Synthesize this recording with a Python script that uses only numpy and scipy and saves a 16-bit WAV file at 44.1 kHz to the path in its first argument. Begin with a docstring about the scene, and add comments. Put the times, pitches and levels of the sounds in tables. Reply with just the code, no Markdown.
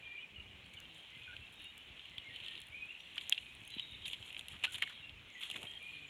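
"""A grassy field by day, heard by a small microphone held near the ground.
Far birds whistle and chirp as gliding sines; dry grass rustles as clouds of filtered clicks and noise.
Stalks tick and blades crack as struck resonances; an insect hums past twice on a few harmonics.
Light wind rumbles as lumpy low noise over the field's hiss; the hand bumps the housing; dull rubs pass.
The microphone port's ring near 3 kHz colours the rustle, the cracks and the farther birds."""
import sys
import numpy as np
from scipy import signal
from scipy.io import wavfile
from scipy.ndimage import uniform_filter1d

SR = 44100
rng = np.random.default_rng(int(sys.argv[2]) if len(sys.argv) > 2 else 0)


def store_wav(level_fs):
    """Save 16-bit WAV to argv[1]."""
    pcm = np.round(np.clip(np.atleast_2d(level_fs), -1, 1) * 32767)
    wavfile.write(sys.argv[1], SR, pcm.T.astype(np.int16))


N = 268569

# How the grass moves. 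Each row: time in seconds, rustle level in dB, treble level in dB.
GRASS_MOTION = [(0, -61, -86), (.3, -65, -88.5), (.8, -61, -82.5), (1.25, -57, -81), (1.66, -63, -80.5),
                (2.09, -56.5, -82), (2.38, -58, -82.5), (2.53, -50, -75), (2.7, -61, -80), (3, -59, -80.5),
                (3.34, -51.5, -72), (3.53, -60, -76), (3.8, -54.5, -77.5), (4, -60, -80), (4.2, -57, -73),
                (4.56, -60.5, -78), (4.75, -54, -69), (4.9, -53.5, -76.5), (5.11, -64, -86),
                (5.34, -60, -83), (5.51, -52, -68), (5.8, -57.5, -77), (5.95, -53.5, -75),
                (6.09, -60, -82.5)]
# Grass heard through the port's ring. Each row: frequency in Hz, gain in dB.
PORT_SPECTRUM = [(530, -35), (900, -16.5), (1350, -22.5), (1480, -24.5), (1990, -10.5), (2790, 1.5),
                 (3220, 2), (4280, -13.5), (4680, -44.5), (5400, -57), (7020, -60), (11900, -120)]
# Treble of the grass. 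Each row: frequency in Hz, gain in dB.
SHEEN_SPECTRUM = [(3060, -26), (5200, -12), (5990, -8), (7040, 2.5), (8100, -2), (9520, 2), (10900, 0),
                  (12800, -8.5), (15700, -24), (16200, -30), (16700, -36)]


def gain_of(db):
    """Turns decibels into gain."""
    return 10 ** (np.asarray(db) / 20)


def evened(x):
    """Scales to rms 1."""
    return x / np.sqrt(np.mean(x ** 2) + 1e-20)


def peaked(x):
    """Scales to peak 1."""
    return x / (abs(x).max() + 1e-20)


def add(mix, s, sound):
    """Mixes a sound in at s seconds."""
    part = mix[max(round(s * SR), 0):][:len(sound)]
    part += sound[:len(part)]


def colour(points, size=4096):
    """Makes causal, minimum-phase filter taps with the given spectrum."""
    f, db = np.transpose(points)
    hz = abs(np.fft.fftfreq(size, 1 / SR))
    shape_db = np.interp(np.log(hz + 1), np.log(f), db)
    log_gain = np.log(gain_of(np.maximum(shape_db, -100)))
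    spectrum = np.exp(np.conj(signal.hilbert(log_gain)))
    return np.fft.ifft(spectrum).real[:size // 2]


def through(x, taps):
    """Filters and keeps the length."""
    return signal.oaconvolve(x, taps)[:len(x)]


def ring(x, hz, width_hz):
    """Passes a sound through one resonance."""
    return signal.lfilter(*signal.iirpeak(hz, hz / width_hz, SR), x)


def smoothed(x, cutoff_hz):
    """Keeps only the slow movement of a signal."""
    return signal.sosfilt(signal.butter(2, cutoff_hz, fs=SR, output="sos"), x)


def curve(rows, column):
    """Reads a column of a table at every sample."""
    rows = np.asarray(rows)
    return np.interp(np.arange(N) / SR, rows[:, 0], rows[:, column])


def hiss(points, patchy_db):
    """Noise of a given spectrum whose loudness drifts in patches of time and pitch."""
    f, db = np.transpose(points)
    hz = np.fft.rfftfreq(1024, 1 / SR)
    a, b, patches = rng.standard_normal((N // 256 + 5, 513, 3)).T
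    patches = uniform_filter1d(patches, size=12, axis=0)  # across pitch
    patches = evened(uniform_filter1d(patches, size=12, axis=1))  # across time
    shape_db = np.interp(np.log(hz + 1), np.log(f), db)[:, None] + patchy_db * patches
    frames = (a + 1j * b) * gain_of(shape_db)
    return evened(signal.istft(frames, nperseg=1024, noverlap=768)[1][:N])


def grains(per_s, spread_db):
    """Sparse clicks of random sign, a few of them large."""
    size = gain_of(spread_db * np.minimum(rng.exponential(1, N), 4))
    present = rng.random(N) < per_s / SR
    return evened(size * rng.standard_normal(N) * present)


def grain(points, lo_hz, hi_hz, width_hz, per_s, spread_db, blur, count=6):
    """Clicks of many blades, each kind with its own pitch, over a blur of farther ones."""
    near = np.zeros(N)
    for hz in np.geomspace(lo_hz, hi_hz, count):
        near += evened(ring(grains(per_s / count, spread_db), hz, width_hz))
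    near = evened(through(near, colour(points)))
    return evened(near + blur * hiss(points, patchy_db=3.5))


def scattered(column, ranges, count):
    """Small events at chance moments, more where the grass moves most; values drawn within ranges."""
    draw = rng.random((count, 1 + len(ranges)))
    lo, hi = np.transpose(ranges)
    busy = np.cumsum(gain_of(curve(GRASS_MOTION, column)) ** 3)
    times = np.searchsorted(busy / busy[-1], draw[:, 0]) / SR
    return np.c_[times, lo + (hi - lo) * draw[:, 1:]]


def field_air(level_db=-62.5):
    """Far hiss of the field: steady noise with gently drifting patches."""
    # Each row: frequency in Hz, gain in dB.
    air_spectrum = [(59, -58), (100, -3.5), (702, -10), (1330, -11.5), (1980, -7), (2450, 0), (2900, -9.5),
                    (3660, -17.5), (4820, -26), (6770, -25), (9500, -32), (15800, -36)]
    return gain_of(level_db) * hiss(air_spectrum, patchy_db=1.42)


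def wind(lumps_hz=4.6, lumps_db=2.5):
    """Lumpy low pressure on the membrane: a slow level with quick chance lumps on it."""
    # Each row: time in seconds, level in dB before the lumps.
    wind_levels = [(0, -69.5), (.25, -72), (.45, -67.5), (.75, -67), (1.07, -72.5), (1.3, -66.5),
                   (2.3, -69), (2.65, -73), (2.8, -70), (3.3, -74), (3.5, -67.5), (4.2, -67.5), (4.35, -71),
                   (4.5, -65), (4.9, -68), (5.2, -67.5), (5.35, -70.5), (6.09, -71.5)]
    # Each row: frequency in Hz, gain in dB.
    gust_spectrum = [(18, -43), (30, -20), (50, 1), (81, 3.5), (97, -5.5), (119, -12), (196, -12.5),
                     (277, -14), (400, -21), (520, -41), (880, -120)]
    lumps = evened(smoothed(rng.standard_normal(N), lumps_hz))
    level_db = curve(wind_levels, column=1) + lumps_db * lumps
    return gain_of(level_db) * hiss(gust_spectrum, patchy_db=-0.5)


def birds(echo_db=-1.5, t60=1.0, scatter=0.02, flutter=1.0, flutter_hz=45.0, echo_hz=2000.0):
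    """Gliding sines flutter in moving air; leaves scatter the first arrival and echo the high notes."""
    # Each row: start in seconds, length in seconds, first and last pitch in Hz,
    # level in dB with the note's own flutter, before the fades and the echo.
    whistles = [(0, .2, 2400, 2362, -55.5), (0.061, 0.097, 1760, 1950, -69),
                (0.195, 0.062, 2620, 2350, -56), (0.182, 0.043, 2845, 3000, -55),
                (0.356, 0.035, 2960, 2800, -54), (.615, 0.048, 3690, 4610, -74),
                (.732, 0.033, 2200, 2406, -62), (0.766, 0.026, 3200, 2654, -55),
                (.803, 0.043, 2944, 2760, -64), (.98, .08, 3250, 3170, -65), (1.111, .072, 1990, 2096, -63),
                (1.16, 0.16, 2540, 2410, -62), (1.273, 0.046, 1500, 1450, -58.5),
                (1.327, 0.02, 1525, 1580, -59), (1.406, .054, 2630, 2696, -58),
                (1.516, .21, 3650, 3720, -64.5), (1.64, .08, 2750, 2880, -59), (1.775, .1, 2815, 3075, -65),
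                (2.107, 0.05, 2110, 2030, -63), (2.231, 0.077, 2180, 2100, -57),
                (2.292, 0.062, 1910, 1880, -61.5), (2.45, 0.11, 1860, 1825, -67),
                (2.705, 0.16, 1950, 2502, -52.5), (2.877, 0.039, 2524, 2834, -52),
                (2.987, .042, 5560, 6040, -79), (3.42, .12, 2497, 2520, -62),
                (3.647, 0.045, 5900, 6700, -75), (3.695, .26, 4023, 3567, -58),
                (3.86, .097, 2270, 2200, -64), (3.968, 0.067, 3760, 3720, -67),
                (4.022, .035, 7140, 6900, -83), (4.035, 0.031, 3330, 2980, -51.5),
                (4.663, .045, 1390, 1536, -60), (4.689, .05, 2230, 2270, -60),
                (4.84, 0.029, 2190, 2220, -49.5), (4.903, 0.14, 3670, 3780, -70.5),
                (5.023, 0.029, 2780, 2750, -53), (5.27, 0.087, 2200, 2136, -63),
                (5.316, 0.042, 7550, 6080, -74), (5.343, 0.068, 2010, 1967, -58.5),
                (5.6, 0.21, 1857, 1886, -71.5), (5.66, 0.058, 3130, 3245, -53.5),
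                (5.775, .14, 1950, 2444, -55), (5.917, .13, 2367, 2467, -57.5),
                (6.06, 0.034, 6880, 7150, -74)]
    rise_s = .023  # time constant of a rising note; a falling one slides over its whole length
    dry = np.zeros(N)
    noises = rng.standard_normal((len(whistles), 2, SR // 2))
    for (s, length, first_hz, last_hz, db), (a, b) in zip(whistles, noises):
        t = np.arange(0, length, 1 / SR)
        glide = np.exp(-t / rise_s) if last_hz > first_hz else 1 - t / length
        hz = last_hz + (first_hz - last_hz) * glide
        wander = smoothed(a + 1j * b, flutter_hz)[-len(t):]
        wander /= np.sqrt(np.mean(abs(wander) ** 2))
        path = 1 + flutter * wander  # a direct path plus a wandering one
        note = evened((path * np.exp(2j * np.pi * np.cumsum(hz) / SR)).real)
        add(dry, s, gain_of(db) * note * signal.windows.tukey(len(t), .3))
    t = np.arange(SR) / SR
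    near = rng.standard_normal(SR) * np.exp(-t / scatter)
    tail = rng.standard_normal(SR) * gain_of(-60 * t / t60)
    high_pass = signal.butter(4, echo_hz, "highpass", fs=SR, output="sos")
    tail = signal.sosfilt(high_pass, tail / np.linalg.norm(tail))
    sway = evened(smoothed(rng.standard_normal(N), flutter_hz))  # moving leaves blur the echo
    first = dry + through(dry, 0.74 * near / np.linalg.norm(near))
    return first + gain_of(echo_db) * sway * through(dry, tail)


def chorus(level_db=-65.5, shortest=0.019, longest=0.04, sweep=0.1005, count=600):
    """Farther birds: many faint short chirps of chance pitch, heard through the port's ring."""
    out = np.zeros(N)
    for when, pitch, length, bend, size in rng.random((count, 5)):
        t = np.arange(0, shortest + (longest - shortest) * length, 1 / SR)
        middle_hz = 1900 * (4000 / 1900) ** pitch
        hz = middle_hz * (1 + sweep * (2 * bend - 1) * t / t[-1])
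        chirp = np.hanning(len(t)) * np.sin(2 * np.pi * np.cumsum(hz) / SR)
        add(out, when * N / SR, gain_of(-8 * size) * chirp)
    return gain_of(level_db) * evened(through(out, colour(PORT_SPECTRUM)))


def rustle():
    """A slow rustle follows the motion; scrapes are short swells of the same grain with a lower body."""
    # Blades dragged past each other. Each row: start in seconds, length in seconds,
    # ring level in dB, treble level in dB, low body level in dB.
    drags = [(0.732, .02, -59, -69.5, -78), (0.93, 0.094, -61, -76, -93), (1.522, 0.022, -75, -71, -79),
             (1.582, .092, -56, -81, -91), (2.32, 0.11, -53.5, -76, -90), (2.422, 0.067, -51.5, -73, -89),
             (3.163, 0.023, -72, -71, -58.5), (3.2, 0.051, -59, -67, -86), (3.321, .015, -57, -59, -80),
             (4.049, 0.056, -51, -61.5, -89), (4.102, 0.054, -51.5, -65, -77),
             (4.233, 0.086, -56, -69, -73), (4.379, 0.025, -54, -65, -69), (4.493, 0.046, -53.5, -67, -80),
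             (4.526, 0.05, -54, -76, -64.5), (4.635, 0.023, -33, -51, -47), (4.646, .03, -45.5, -70, -62),
             (4.718, 0.031, -55, -55, -66), (4.742, .022, -41.5, -59.5, -62),
             (4.778, .013, -49, -59, -61.5), (4.816, 0.028, -39.5, -69, -52),
             (4.891, 0.018, -52, -67, -60.5), (4.902, 0.035, -67, -96, -63), (5.401, 0.061, -50, -62, -64),
             (5.449, .033, -50.5, -65, -68), (5.596, 0.07, -66, -71, -77), (5.555, 0.019, -44, -62, -56.5)]
    body_hz = 1530
    power = gain_of([curve(GRASS_MOTION, column=1), curve(GRASS_MOTION, column=2)]) ** 2
    low = np.zeros(N)
    rub = grains(per_s=3000, spread_db=0.5)
    for s, length, db, treble_db, low_db in drags:
        swell = signal.windows.tukey(round(length * SR), .45)
        add(power[0], s, (gain_of(db) * swell) ** 2)
        add(power[1], s, (gain_of(treble_db) * swell) ** 2)
        part = rub[round(s * SR):][:len(swell)] * swell
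        part = np.pad(part, (0, 600))  # room to ring out
        body = ring(ring(part, body_hz, width_hz=1500), body_hz, width_hz=1500)
        add(low, s, gain_of(low_db) * evened(body))
    ringing = grain(PORT_SPECTRUM, 1500, 4540, width_hz=780, per_s=3000, spread_db=2.5, blur=0.75)
    treble = grain(SHEEN_SPECTRUM, 4850, 14400, width_hz=1200, per_s=3000, spread_db=3.0, blur=0.9)
    return low + (np.sqrt(power) * [ringing, treble]).sum(axis=0)


def ticks(width_hz=2200, overtone=1.56, lag=0.00072):
    """A thin stalk's snap rings briefly at its own pitch; a near one adds an overtone and a wide click."""
    # Each row: time in seconds (the snap follows after a short fixed lag), peak in dB,
    # pitch in Hz, nearness as a share of wide click.
    snaps = [(.7374, -50, 7430, 0.37), (.802, -42.5, 6860, 0.91), (.9457, -53, 7420, .4),
             (1.1772, -56, 8800, .5), (1.5252, -53, 9500, .4), (1.541, -54, 11000, .5),
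             (1.558, -58, 7000, .9), (1.599, -60, 10500, .4), (1.6217, -52, 11100, .4),
             (1.643, -44.5, 9800, 0.36), (1.7788, -42, 8800, 1), (2.097, -54, 6240, .8),
             (2.4458, -56, 6640, 0.55), (2.5097, -52, 9500, .3), (2.603, -43.5, 9900, .3),
             (2.617, -43.5, 8800, .3), (2.6369, -55, 9790, .3), (2.6696, -48.5, 9800, .4),
             (2.6854, -54, 11200, .3), (2.856, -55, 9800, .3), (3.2956, -19, 6800, 1),
             (3.5507, -47.5, 9500, .4), (3.651, -48, 9000, .4), (3.6773, -40, 10100, .3),
             (3.7494, -50, 10000, .3), (3.912, -55, 10500, .3), (3.922, -58, 10000, .3),
             (3.958, -60, 9900, .2), (4.7226, -42, 10300, .4), (4.73, -48, 10100, .4),
             (4.7346, -48, 9420, .4), (5.3018, -53, 6600, .4), (5.399, -51, 11100, .4),
             (5.7144, -50, 6630, .3), (5.8272, -48, 10400, .4)]
    # Ranges for the chance ticks: peak in dB, pitch in Hz, nearness as a share.
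    small_ranges = (-66, -56), (6200, 11500), (-0.3, .5)
    t60 = 0.0043  # seconds, of the snap's noise
    out, t = np.zeros(N), np.arange(1500) / SR
    band = signal.butter(1, (350, 15000), "bandpass", fs=SR)
    rows = np.r_[snaps, scattered(column=2, ranges=small_ranges, count=110)]
    for (s, db, hz, near), noise in zip(rows, rng.standard_normal((len(rows), 1500))):
        burst = 0.084 * noise * gain_of(-60 * t / t60)
        snap = signal.lfilter(*band, burst + (t == 0))
        click = peaked(snap + 1.6 * ring(snap, 3500.0, width_hz=1400))
        upper = peaked(ring(snap, min(overtone * hz, 15000), width_hz))
        wide = click + 0.78 * upper
        pitched = peaked(ring(ring(snap, hz, width_hz), hz, 2 * width_hz))
        add(out, s + lag, gain_of(db) * peaked(pitched + near * wide))
    return out


def wings():
    """A flying insect passes twice: a low hum of a few harmonics whose pitch mostly sinks."""
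    # One table a pass. Each row: time in seconds, wing beat in Hz, level in dB.
    passes = [
        [(.32, 204, -75), (.38, 203.5, -68.5), (.5, 200.6, -73.5), (.6, 185.3, -72), (.8, 172.7, -78),
         (.97, 157.5, -69), (1.02, 163, -91)],
        [(5.88, 154.6, -69), (5.95, 152.4, -69.5), (6.09, 140.7, -68.5)],
    ]
    # Each row: multiple of the wing beat, level in dB against the other multiples.
    harmonics = [(1, -3), (2, -7), (3, -12)]
    out, t = np.zeros(N), np.arange(N) / SR
    for rows in passes:
        turns = np.cumsum(curve(rows, column=1)) / SR
        level = gain_of(curve(rows, column=2))
        near = (t > rows[0][0]) & (t < rows[-1][0])
        hum = sum(gain_of(db) * np.sin(2 * np.pi * k * turns) for k, db in harmonics)
        out += near * level * evened(hum)
    return out


def bumps(sag=0.46, rise=0.0022):
    """A soft push of the hand on the housing: low cycles whose pitch drops after the first."""
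    # Each row: start in seconds, peak in dB, middle of the falling pitch in Hz.
    pushes = [(.383, -49.5, 75), (1.167, -54, 152), (1.393, -53, 88), (1.901, -51.5, 73), (2.179, -54, 92),
              (2.414, -55.5, 84.4), (2.697, -54, 78.1), (3.617, -55, 122), (3.766, -44, 246),
              (4.201, -50, 95), (4.748, -53.5, 88.8), (4.998, -54, 93), (5.122, -53, 75.4),
              (5.521, -57, 150), (5.563, -54, 150), (5.638, -49, 132)]
    decay_cycles = 4.9  # cycles of the middle pitch until 60 dB are lost
    out, t = np.zeros(N), np.arange(8000) / SR
    for s, db, hz in pushes:
        turns = np.cumsum(hz * (1 - sag + 2 * sag * np.exp(-t * hz))) / SR
        swell = (1 - np.exp(-t / rise)) * gain_of(-60 * t * hz / decay_cycles)
        add(out, s, gain_of(db) * peaked(swell * np.sin(2 * np.pi * turns)))
    return out


def cracks(width_hz=750, broad=0.37, slips=0.3, strain=.0009, treble_speed=1.75,
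           treble_lift_db=-1.5, low_hz=1100):
    """A dry blade creaks under strain, breaks sharply and goes on slipping; blade and port ring with it."""
    # Each row: start in seconds, peak of the ring in dB, ring in Hz,
    # treble before the common lift and low part, both in dB against the ring.
    breaks = [(1.3654, -34.5, 2800, -24, -20), (1.9942, -38, 3100, -34, -20),
              (2.0552, -38.5, 2800, -23, -32), (2.1811, -29.5, 3150, -21, -46), (2.36, -38, 3080, -16, -34),
              (2.4016, -37.5, 2920, -26, -29), (2.4623, -36, 3170, -18, -39), (2.4828, -32, 3240, -19, -39),
              (2.531, -46, 3010, -35, -34), (2.5532, -36.5, 3070, -32, -35), (2.5765, -39, 3180, -22, -33),
              (2.6155, -42, 3340, -12, -27), (3.0051, -40, 3330, -17, -29), (3.1792, -28, 2820, -21, -23),
              (3.211, -34, 3180, -27, -40), (3.3235, -14.5, 3060, -23, -41), (3.3284, -32, 3340, -31, -33),
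              (3.3454, -37, 3330, -30, -25), (3.3779, -27.5, 2890, -37, -46), (3.703, -42.5, 3360, -6, -32),
              (3.7392, -38.5, 3050, -26, -14), (3.783, -34, 3040, -33, -34), (3.7955, -27, 3040, -23, -42),
              (4.0554, -35, 3170, -29, -33), (4.0614, -33, 3400, -21, -32), (4.0803, -34, 2800, -4, -35),
              (4.0994, -36.5, 3150, -18, -30), (4.1118, -39, 2850, -22, -32),
              (4.132, -27.5, 3030, -19, -18), (4.1424, -38, 2710, -30, -32), (4.2266, -38, 2970, -30, -12),
              (4.3036, -39.5, 2860, -26, -37), (4.327, -39, 2900, -11, -32), (4.346, -34, 2840, -30, -29),
              (4.3656, -31, 2670, -38, -40), (4.3764, -39, 2780, -11, -31), (4.3924, -35, 3400, -5, -17),
              (4.4094, -39, 2740, -13, -30), (4.4831, -34, 3030, -6.5, -34), (4.6273, -38, 2630, -26, -14),
              (4.6378, -25, 2500, -29, -34), (4.6415, -27.5, 3140, -19, -8.5), (4.647, -23, 2540, -19, -23),
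              (4.743, -34, 3120, -11, -28), (4.7494, -36, 3220, -23, -25), (4.7569, -38, 3360, -7, -30),
              (4.7844, -41, 2170, -12, -18), (4.8228, -18, 2080, -16, -17.5), (4.8344, -41, 3080, -37, -27),
              (4.8618, -47, 2200, -26, -29), (4.8744, -38, 1970, -14, -15), (5.0943, -38, 3200, -39, -30),
              (5.4263, -32.5, 2720, -30, -33), (5.433, -30, 3180, -20, -28),
              (5.4999, -31, 3160, -10.5, -9.5), (5.5124, -33, 2920, -8, -17), (5.5274, -42, 2230, -18, -24),
              (5.5424, -38, 2200, -24, -14), (5.5616, -32.5, 2680, -28, -11),
              (5.6295, -34.5, 2900, -7.5, -6), (5.736, -40, 3120, -27, -26)]
    # Ranges for the chance cracks: peak in dB, ring in Hz, treble in dB, low part in dB.
    small_ranges = (-53, -41), (2403, 3400), (-43, -6), (-35, -10)
    t60 = 0.021  # seconds, of the slipping
    out, t = np.zeros(N), np.arange(2500) / SR
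    port, sheen = colour(PORT_SPECTRUM), colour(SHEEN_SPECTRUM)
    dip = signal.butter(4, 4150., fs=SR, output="sos")  # the port passes little just above its ring
    rows = np.r_[breaks, scattered(column=2, ranges=small_ranges, count=24)]
    fade = np.minimum(t / strain, gain_of(-60 * (t - strain) / t60))
    snap = 2.7 * (np.arange(2500) == round(.6 * strain * SR))
    for (s, db, hz, treble_db, low_db), (a, b) in zip(rows, rng.standard_normal((len(rows), 2, 2500))):
        drive = slips * a * fade + np.sign(a[0]) * snap
        blade = ring(ring(drive, hz, width_hz), hz, width_hz)
        body = peaked(signal.sosfilt(dip, blade)) + broad * peaked(through(drive, port))
        treble = peaked(through(b * fade ** treble_speed, sheen))
        low = ring(ring(drive, low_hz, width_hz=3200), low_hz, width_hz=3200)
        low = peaked(signal.sosfilt(dip, low))
        crack = peaked(body) + gain_of(treble_db + treble_lift_db) * treble + gain_of(low_db) * low
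        add(out, s, gain_of(db) * crack)
    return out


def scuff(width=1.4):
    """Dense grainy rubs, each with a dull, broad body."""
    # Each row: start in seconds, length in seconds, level in dB before the fades, pitch in Hz.
    rubs = [(4.638, 0.038, -60, 765), (4.829, .03, -66, 900), (5.516, 0.105, -61.5, 330),
            (5.607, 0.073, -60, 467)]
    out, rub = np.zeros(N), grains(per_s=1500, spread_db=2.5)
    for s, length, db, hz in rubs:
        swell = signal.windows.tukey(round(length * SR), .5)
        part = rub[round(s * SR):][:len(swell)]
        body = ring(ring(part, hz, width * hz), hz, width * hz)
        add(out, s, gain_of(db) * swell * evened(body))
    return out


def scene():
    """Sums all sources at the microphone, one channel."""
    field = field_air() + wind() + birds() + chorus() + wings()
    grass = rustle() + ticks() + cracks()
    thuds_and_rubs = bumps() + scuff()
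    return (field + grass + thuds_and_rubs)[None]


def record(dry):
    """The microphone loses the deepest bass; then the band limit."""
    high_pass = signal.butter(3, 42., "highpass", fs=SR, output="sos")
    bass_cut = signal.sosfilt(high_pass, dry)
    band_limit = signal.firwin(511, 16800, window=("kaiser", 9), fs=SR)  # low-pass edge in Hz
    return signal.oaconvolve(bass_cut, band_limit[None], "same")


dry = scene()
out = record(dry)
store_wav(out)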